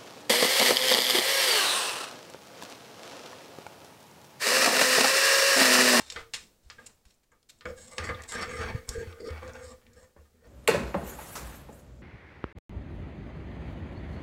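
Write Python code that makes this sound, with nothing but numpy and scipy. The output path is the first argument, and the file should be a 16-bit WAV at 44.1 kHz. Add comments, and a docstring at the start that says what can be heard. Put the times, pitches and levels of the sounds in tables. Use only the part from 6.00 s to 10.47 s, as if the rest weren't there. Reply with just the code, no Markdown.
"""A quiet bedroom: wire hangers swing from wardrobe handles, tick against wire and brush the door.
Then a hand pushes a wooden rod through both handles. It ticks, knocks and scrapes in stick-slip;
the handles ring and the doors boom. A hand-held phone hears it from arm's length,
with a short room tail and its own hiss."""
import sys
import numpy as np
from scipy import signal
from scipy.fft import rfft, irfft, next_fast_len
from scipy.io import wavfile
from scipy.ndimage import uniform_filter1d

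SR = 44100
rng = np.random.default_rng(int(sys.argv[2]) if len(sys.argv) > 2 else 0)


def to_wav(s):
    """Save 16-bit WAV."""
    ch = np.atleast_2d(s).T  # columns
    pcm = np.round(np.clip(ch, -1, 1) * 32767)  # PCM
    wavfile.write(sys.argv[1], SR, pcm.astype(np.int16))


N = 197127

# Rod slips: start_s, length_s, handle_db, rod_db, squeak_db, door_db, handle_focus_hz, squeak_focus_hz
ROD_SLIPS = [(1.646, 0.06, -35, -80, -59, -45, 491, 5330), (1.751, .14, -58, -61.5, -51, -59.5, 494, 7350),
             (1.895, 0.11, -54, -53, -49.5, -64, 498, 6900),
             (1.977, 0.023, -38.5, -35, -59, -49, 470, 5800),
             (2.029, 0.06, -46, -41.5, -46.5, -45.5, 464, 5200),
             (2.085, 0.026, -40, -52, -82, -35.5, 514, 5470), (2.122, 0.12, -53, -49, -73, -51, 477, 4700),
             (2.272, 0.056, -67, -53, -43, -64, 460, 6600),
             (2.308, 0.044, -47, -39.5, -40, -55.5, 465, 7240),
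             (2.342, 0.052, -40.5, -36, -45.5, -45, 462, 5500),
             (2.405, 0.026, -41.5, -37, -41.5, -46, 465, 5230),
             (2.438, 0.19, -39.5, -40, -47.5, -45, 466, 5900),
             (2.568, 0.13, -43.5, -39.5, -53, -39, 467, 5350),
             (2.673, 0.11, -43.5, -47.5, -58.5, -48, 475, 4840),
             (2.868, 0.081, -47.5, -49, -49, -49.5, 462, 8000),
             (2.944, 0.066, -33, -46, -50, -44.5, 458, 5030),
             (3.018, 0.098, -47, -50.5, -61, -56, 428, 5540),
             (3.133, 0.058, -52, -58.5, -69, -63, 480, 5000),
             (3.192, 0.055, -41.5, -60, -59, -54.5, 443, 4670),
             (3.237, 0.052, -36, -52, -51.5, -63, 469, 4670),
             (3.279, 0.11, -55, -48, -66, -53.5, 486, 4530),
             (3.413, 0.077, -42, -48.5, -61, -46.5, 487, 5900),
             (3.511, 0.098, -48.5, -52.5, -60.5, -53, 486, 6000),
             (3.596, 0.12, -44.5, -52, -50.5, -50.5, 487, 6070),
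             (3.829, 0.15, -63.5, -71, -82, -60, 482, 5500),
             (3.948, 0.097, -55, -65.5, -63.5, -62, 485, 5660),
             (4.161, 0.016, -54, -68, -85, -60.5, 503, 5700),
             (4.325, 0.12, -67, -76.5, -88, -64.5, 469, 6200),
             (4.415, 0.15, -53.5, -63.5, -71, -63, 505, 5640)]
# Knocks on wood: start_s, force_db, contact_ms, handle_share_db, rod_share_db
WOOD_KNOCKS = [(0.119, -34.5, 0.056, -36, -35), (.161, -26, 0.035, -28.5, -23),
               (.337, -37, 0.068, -40, -23.5), (0.7, -33, 0.041, -39.5, -35.5),
               (.783, -46.5, 0.11, -31, -24), (1.318, -54.5, .14, -38, -24), (1.609, -43, 0.065, -43, -28),
               (1.655, -27, 0.13, -32.5, -26.5), (1.983, -29, 0.14, -39, -26.5),
               (2.071, -37.5, 0.14, -56, -16), (2.091, -26, 0.13, -29, -25), (2.32, -37, 0.075, -49, -25),
               (2.43, -37, 0.068, -35, -31), (2.614, -27, 0.14, -42, -33.5),
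               (3.288, -35.5, 0.13, -46, -26.5), (3.427, -34, 0.2, -39.5, -30.5),
               (3.816, -55, 0.072, -39, -36), (4.164, -47.5, 0.24, -36, -37),
               (4.254, -62.5, 0.11, -60, -28)]
# Ticks of hanger wire, then of the rod on the handles: start_s, peak_db, centre_hz, width_oct, t60_s
METAL_TICKS = [(0.1008, -23.5, 4400, 1.45, 0.031), (0.1225, -21.5, 5040, 2.26, 0.036),
               (0.337, -18, 4100, 2.55, 0.13), (0.7016, -32, 5260, 0.84, 0.025),
               (.8395, -59, 6660, 0.95, .03), (.8664, -31, 7800, 4.8, .035),
               (1.053, -42.5, 3260, 5.3, 0.068), (1.1408, -55.5, 7720, 0.76, .03),
               (1.3179, -57, 7200, 0.43, .037), (1.4286, -51.5, 5240, 2.1, 0.018),
               (1.5873, -54, 7990, 1.7, .023), (1.6092, -41.5, 3450, 1.26, 0.035),
               (1.6556, -34, 3200, 2.4, 0.024), (1.982, -17.5, 3470, 1.9, 0.02),
               (2.146, -38, 3460, 0.32, 0.035), (2.221, -33, 7640, 1.3, 0.015),
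               (2.3212, -21.5, 7400, 5.5, 0.018), (2.7016, -34.5, 2860, 0.85, 0.036),
               (2.8909, -14.5, 8080, 1.77, 0.034), (3.1262, -41, 2620, 1.6, .03),
               (3.3044, -39, 2870, 2.4, .022), (3.4777, -39.5, 5600, 0.67, 0.088),
               (3.5343, -40, 6400, 0.42, 0.017), (3.728, -55, 6550, 3.8, 0.034),
               (3.8666, -46, 2840, 1.3, 0.015), (3.932, -49.5, 7500, 1.6, 0.072)]
# Scuffs on metal: start_s, peak_db, centre_hz, width_oct, length_s
METAL_SCUFFS = [(0.8564, -32.5, 8400, 0.81, 0.024), (1.102, -50, 4280, 2.8, 0.013),
                (1.227, -58, 3720, 3.3, 0.023), (1.485, -31.5, 8150, 3.84, 0.03),
                (2.231, -27, 5000, 5, 0.015), (2.276, -33.5, 8200, 1.8, 0.029)]
# Hanger brushes on the door: start_s, length_s, hiss_db, rustle_db, rumble_db
HANGER_BRUSHES = [(0., 0.013, -46, -47, -57.5), (0.056, 0.091, -55, -59, -62.5),
                  (0.153, 0.055, -72, -47.5, -51.5), (0.329, 0.1, -56, -79, -62.5),
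                  (0.624, 0.16, -69, -78, -64.5), (0.789, 0.11, -78, -63.5, -65),
                  (1.051, 0.045, -68, -87, -72), (1.308, 0.028, -98, -80, -70),
                  (1.496, 0.14, -78, -96, -72.5)]
# Thumps through door and hand: start_s, peak_db, pitch_hz, t60_s
SOFT_THUMPS = [(0.661, -47, 58, 0.076), (1.06, -51.5, 53.7, 0.1), (1.659, -59, 71, 0.051),
               (1.998, -35, 82, 0.43), (2.748, -21.5, 108, 0.045), (2.891, -30.5, 49.7, 0.1),
               (2.979, -30, 62, 0.049), (3.072, -34.5, 85.4, 0.19), (3.306, -32.5, 78, 0.56),
               (4.189, -49, 73, 0.31)]
# Modes of each body: pitch_hz, gain_db, t60_s
HANDLE_MODES = [(457, 0, .24), (506, 0, .28), (570, -11, .15), (630, -14, .1), (346, -11, .15)]
ROD_MODES = [(890, -3, 0.023), (927, -9.5, 0.025), (1183, 0, 0.059), (1219, -3.5, 0.12), (1495, 0.5, 0.016),
             (1642, 1, 0.029), (1869, 1.5, 0.012), (2050, -4, 0.059), (2240, -4, 0.027),
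             (2800, 4.5, 0.0064)]
METAL_MODES = [(3410, -3, 0.014), (3524, 7, 0.0086), (4400, -3, 0.012), (4790, -4, 0.017), (5480, -7, 0.02),
               (6560, 1, 0.018), (7630, 6.5, 0.0085), (7860, 6.5, 0.0074), (8070, 11.5, 0.0065),
               (9800, -9, 0.0063), (11000, -35, 0.0069)]
DOOR_MODES = [(48, -18, .1), (76.9, 4.5, 0.21), (113, -1.5, 0.11), (196, 1.5, 0.055), (248.2, -6, 0.18)]
# Microphone hiss spectrum: freq_hz, relative_density_db
HISS_SPECTRUM = [(25, 7.5), (80, -0.5), (160, -2), (500, -5), (1000, -13), (2500, -18), (7500, -17),
                 (11000, -21), (16000, -20.5)]

SLIP_T60_S = (0.21, 0.2, 0.09, 0.26)  # handle, rod, squeak, door
BRUSH_T60_S = (0.25, 0.11, 0.21)  # hiss, rustle, rumble
REBOUND_TAU_S = 0.019
ROOM_T60_S, METAL_SEND_DB, WOOD_SEND_DB = 0.25, -11, -10
MIC_CUTOFF_HZ, OUTPUT_CUTOFF_HZ = 7290, 15780
HISS_DB, HISS_LIFT_DB_PER_DB, SUPPRESSOR_TAU_S = -74.5, 0.42, 0.045


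def rod_scrape():
    """The rod slips over the handles: one rough contact shakes handles, rod, metal skin and doors."""
    start_s, length_s, *levels_db, handle_hz, squeak_hz = np.transpose(ROD_SLIPS)
    gains = envelopes(start_s, length_s, levels_db, SLIP_T60_S, rise_share=0.28)
    handle_gain, rod_gain, squeak_gain, door_gain = gains
    current = np.maximum(np.searchsorted(start_s * SR, np.arange(N)) - 1, 0)  # slip under way
    contact = stick_slip(rate_hz=3000) * wobble(2.5, 40)
    handle = level(ring(contact, HANDLE_MODES, 2.5, 10, focus_hz=handle_hz[current], sharpness_db=38))
    handle += undb(-28.5) * unit_rms(band(contact, 293, 480))
    rod = level(ring(contact, ROD_MODES, 6, 22.04))
    rod += undb(-3) * unit_rms(band(contact, 367, 3180))
    squeak = level(ring(contact, METAL_MODES, 4.9, 18, focus_hz=squeak_hz[current], sharpness_db=12.2))
    squeak += undb(-4) * unit_rms(band(contact, 2120, 10600))
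    boom = ring(contact, DOOR_MODES, 4, 9)
    chatter = wobble(spread_db=2, rate_hz=45)  # the rod catches and lets go
    scrape = chatter * (rod_gain * level(rod, 0.098) + squeak_gain * level(squeak, 0.089))
    return handle_gain * level(handle, 0.073) + scrape + door_gain * level(boom, 0.077)


def wood_knocks():
    """A blow and its rebounds clack on the door and ring handles and rod; longer contact is duller."""
    door, handle, rod = np.zeros((3, N))
    t = np.arange(6000) / SR
    for start_s, force_db, contact_ms, handle_share_db, rod_share_db in WOOD_KNOCKS:
        chance = rng.random(len(t))
        blows = (chance < 0.03) * np.cos(chance * 1000)  # sparse, random size and sign
        blows *= np.exp(-t / REBOUND_TAU_S)
        blows[0] = 1.48  # first contact is hardest
        pulse = np.exp(-(t[:200] * 1000 / contact_ms - 2) ** 2)
        force = np.convolve(blows, pulse / pulse.sum())
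        place(door, start_s, force, force_db)
        place(handle, start_s, force, force_db + handle_share_db)
        place(rod, start_s, force, force_db + rod_share_db)
    clack = undb(7.5) * band(door, 1090, 4130)
    return ring(handle, HANDLE_MODES, 0.51, 4.2) + ring(rod, ROD_MODES, 3.22, 22.7) + clack


def metal_contacts():
    """Sharp ticks and swelling scuffs of hanger wire, then of the rod on the handles; the metal rings."""
    contacts = np.zeros(N)
    t = np.arange(4000) / SR
    snap = 1 + 0.77 * np.exp(-t / 0.0007)
    shapes = [snap * 10 ** (-3 * t / t60_s) for *_, t60_s in METAL_TICKS]
    shapes += [np.sin(np.pi * np.clip(t / length_s, 0, 1)) ** 2 for *_, length_s in METAL_SCUFFS]
    for (start_s, peak_db, centre_hz, width_oct, _), shape in zip(METAL_TICKS + METAL_SCUFFS, shapes):
        noise = rng.standard_normal(len(t))
        chatter = noise * np.abs(noise) * shape  # squared for spikiness
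        edge_ratio = 2 ** (width_oct / 2)
        place(contacts, start_s, band(chatter, centre_hz / edge_ratio, centre_hz * edge_ratio), peak_db)
    return contacts + undb(-37.5) * ring(contacts, METAL_MODES, 4.9, 12)


def hanger_brushes():
    """Thin wire drags over the door: the wire hisses, the face rustles, the door rumbles."""
    start_s, length_s, *levels_db = np.transpose(HANGER_BRUSHES)
    gains = envelopes(start_s, length_s, levels_db, BRUSH_T60_S, rise_share=0.083)
    hiss_gain, rustle_gain, rumble_gain = gains
    contact = stick_slip(rate_hz=5000) * wobble(3, 25)
    hiss = unit_rms(band(contact, 2200, 9500, order=1))
    hiss += undb(-3) * unit_rms(ring(contact, METAL_MODES, 4, 25))
    rustle = band(contact, 290, 2200, order=1)
    rumble = ring(contact, DOOR_MODES, 18, 24.47)
    return hiss_gain * level(hiss) + rustle_gain * level(rustle) + rumble_gain * level(rumble, 0.031)


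def soft_thumps():
    """Low damped swings through door and hand."""
    out = np.zeros(N)
    t = np.arange(SR // 2) / SR
    attack = 1 - np.exp(-t / 0.0026)
    for start_s, peak_db, pitch_hz, t60_s in SOFT_THUMPS:
        swing = np.sin(2 * np.pi * pitch_hz * t) * 10 ** (-3 * t / t60_s)
        place(out, start_s, swing * attack, peak_db)
    return out


def room_tail(x):
    """Small furnished room: dense, short reflections of unit energy."""
    t = np.arange(SR // 2) / SR
    decay = 10 ** (-3 * t / ROOM_T60_S) * np.clip(t / 0.00022, 0, 1)
    tail = band(rng.standard_normal(len(t)) * decay, 287, 7300, order=1)
    return signal.oaconvolve(x, tail / np.sqrt(np.sum(tail ** 2)))[:N]


def handling_rumble():
    """The bass wavers as the phone moves in the hand."""
    return undb(-83) * unit_rms(band(rng.standard_normal(N), 27, 43)) * wobble(1.9, 8)


def stick_slip(rate_hz, spread_db=2):
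    """Friction force: irregular clicks, a few much stronger than the rest."""
    hits = rng.random(N) < rate_hz / SR
    return hits * rng.choice([-1, 1], N) * undb(spread_db * rng.exponential(size=N))


def ring(force, modes, spread_db, wander_hz, focus_hz=None, sharpness_db=0):
    """Driven modes; the contact point wanders, so each is fed unevenly, most near any focus."""
    out = 0
    for k, (pitch_hz, gain_db, t60_s) in enumerate(modes):
        radius = np.exp(-np.log(1000) / (t60_s * SR))
        angle = 2 * np.pi * pitch_hz / SR
        drive = force * wobble(spread_db, wander_hz)
        if focus_hz is not None:
            detune = pitch_hz / focus_hz - focus_hz / pitch_hz
            drive /= 1 + undb(sharpness_db) * detune ** 2
        gain = (-1) ** k * undb(gain_db) * np.sin(angle)
        out += signal.lfilter([gain], [1, -2 * radius * np.cos(angle), radius ** 2], drive)
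    return out


def envelopes(starts_s, lengths_s, levels_db, t60_s, rise_share):
    """One gain per body: each stroke swells, holds, then fades at the body's t60; powers add."""
    power = np.zeros((len(t60_s), N))
    for start_s, length_s, hold_db in zip(starts_s, lengths_s, np.transpose(levels_db)):
        t = np.arange(N) / SR - start_s
        swell = np.sin(np.pi / 2 * np.clip(t / (rise_share * length_s), 0, 1)) ** 2
        fade_db = -60 * np.maximum(t - length_s, 0) / np.array(t60_s)[:, None]
        power += (swell * undb(hold_db[:, None] + fade_db)) ** 2
    return np.sqrt(power)


def wobble(spread_db, rate_hz):
    """Gain wandering between random levels."""
    knots = undb(spread_db * rng.standard_normal(400))
    return np.interp(np.arange(N) * (rate_hz / SR), np.arange(len(knots)), knots)


def level(x, span_s=0.12):
    """Hold the running rms near 1, keeping the grain."""
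    return x / np.sqrt(uniform_filter1d(x ** 2, int(span_s * SR)) + 1e-12)


def place(out, start_s, sound, peak_db):
    """Mix in a sound at a peak level."""
    i = int(start_s * SR)
    piece = sound[:N - i] * undb(peak_db) / np.abs(sound).max()
    out[i:i + len(piece)] += piece


def band(x, low_hz, high_hz, order=2):
    """Butterworth band-pass."""
    edges_hz = [low_hz, min(high_hz, 0.45 * SR)]
    return signal.sosfilt(signal.butter(order, edges_hz, "band", fs=SR, output="sos"), x)


def unit_rms(x):
    """Scale to rms 1."""
    return x / np.sqrt(np.mean(x ** 2))


def undb(db):
    """Decibels to gain."""
    return 10 ** (np.asarray(db) / 20)


def scene():
    """All sources in mono; metal and wood feed the room."""
    metal = metal_contacts()
    wood = rod_scrape() + wood_knocks() + hanger_brushes()
    tail = room_tail(undb(METAL_SEND_DB) * metal + undb(WOOD_SEND_DB) * wood)
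    return (metal + wood + soft_thumps() + tail + handling_rumble())[None]


def record(dry):
    """The microphone loses treble and hisses; a noise suppressor passes more hiss under sound."""
    heard = signal.sosfilt(signal.butter(2, MIC_CUTOFF_HZ, fs=SR, output="sos"), dry)
    freq_hz, density_db = np.transpose(HISS_SPECTRUM)
    size = next_fast_len(N)
    bins_hz = np.fft.rfftfreq(size, 1 / SR) + 1
    colour = undb(np.interp(np.log(bins_hz), np.log(freq_hz), density_db))
    hiss = unit_rms(irfft(rfft(rng.standard_normal(size)) * colour, size)[:N])
    pole = np.exp(-1 / (SUPPRESSOR_TAU_S * SR))
    power = signal.lfilter([1 - pole], [1, -pole], heard ** 2)
    lift = (1 + power / undb(HISS_DB) ** 2) ** (HISS_LIFT_DB_PER_DB / 2)
    steep_lowpass = signal.ellip(10, 0.2, 60, OUTPUT_CUTOFF_HZ, fs=SR, output="sos")
    return signal.sosfilt(steep_lowpass, heard + undb(HISS_DB) * lift * hiss)


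dry = scene()
out = record(dry)
to_wav(out)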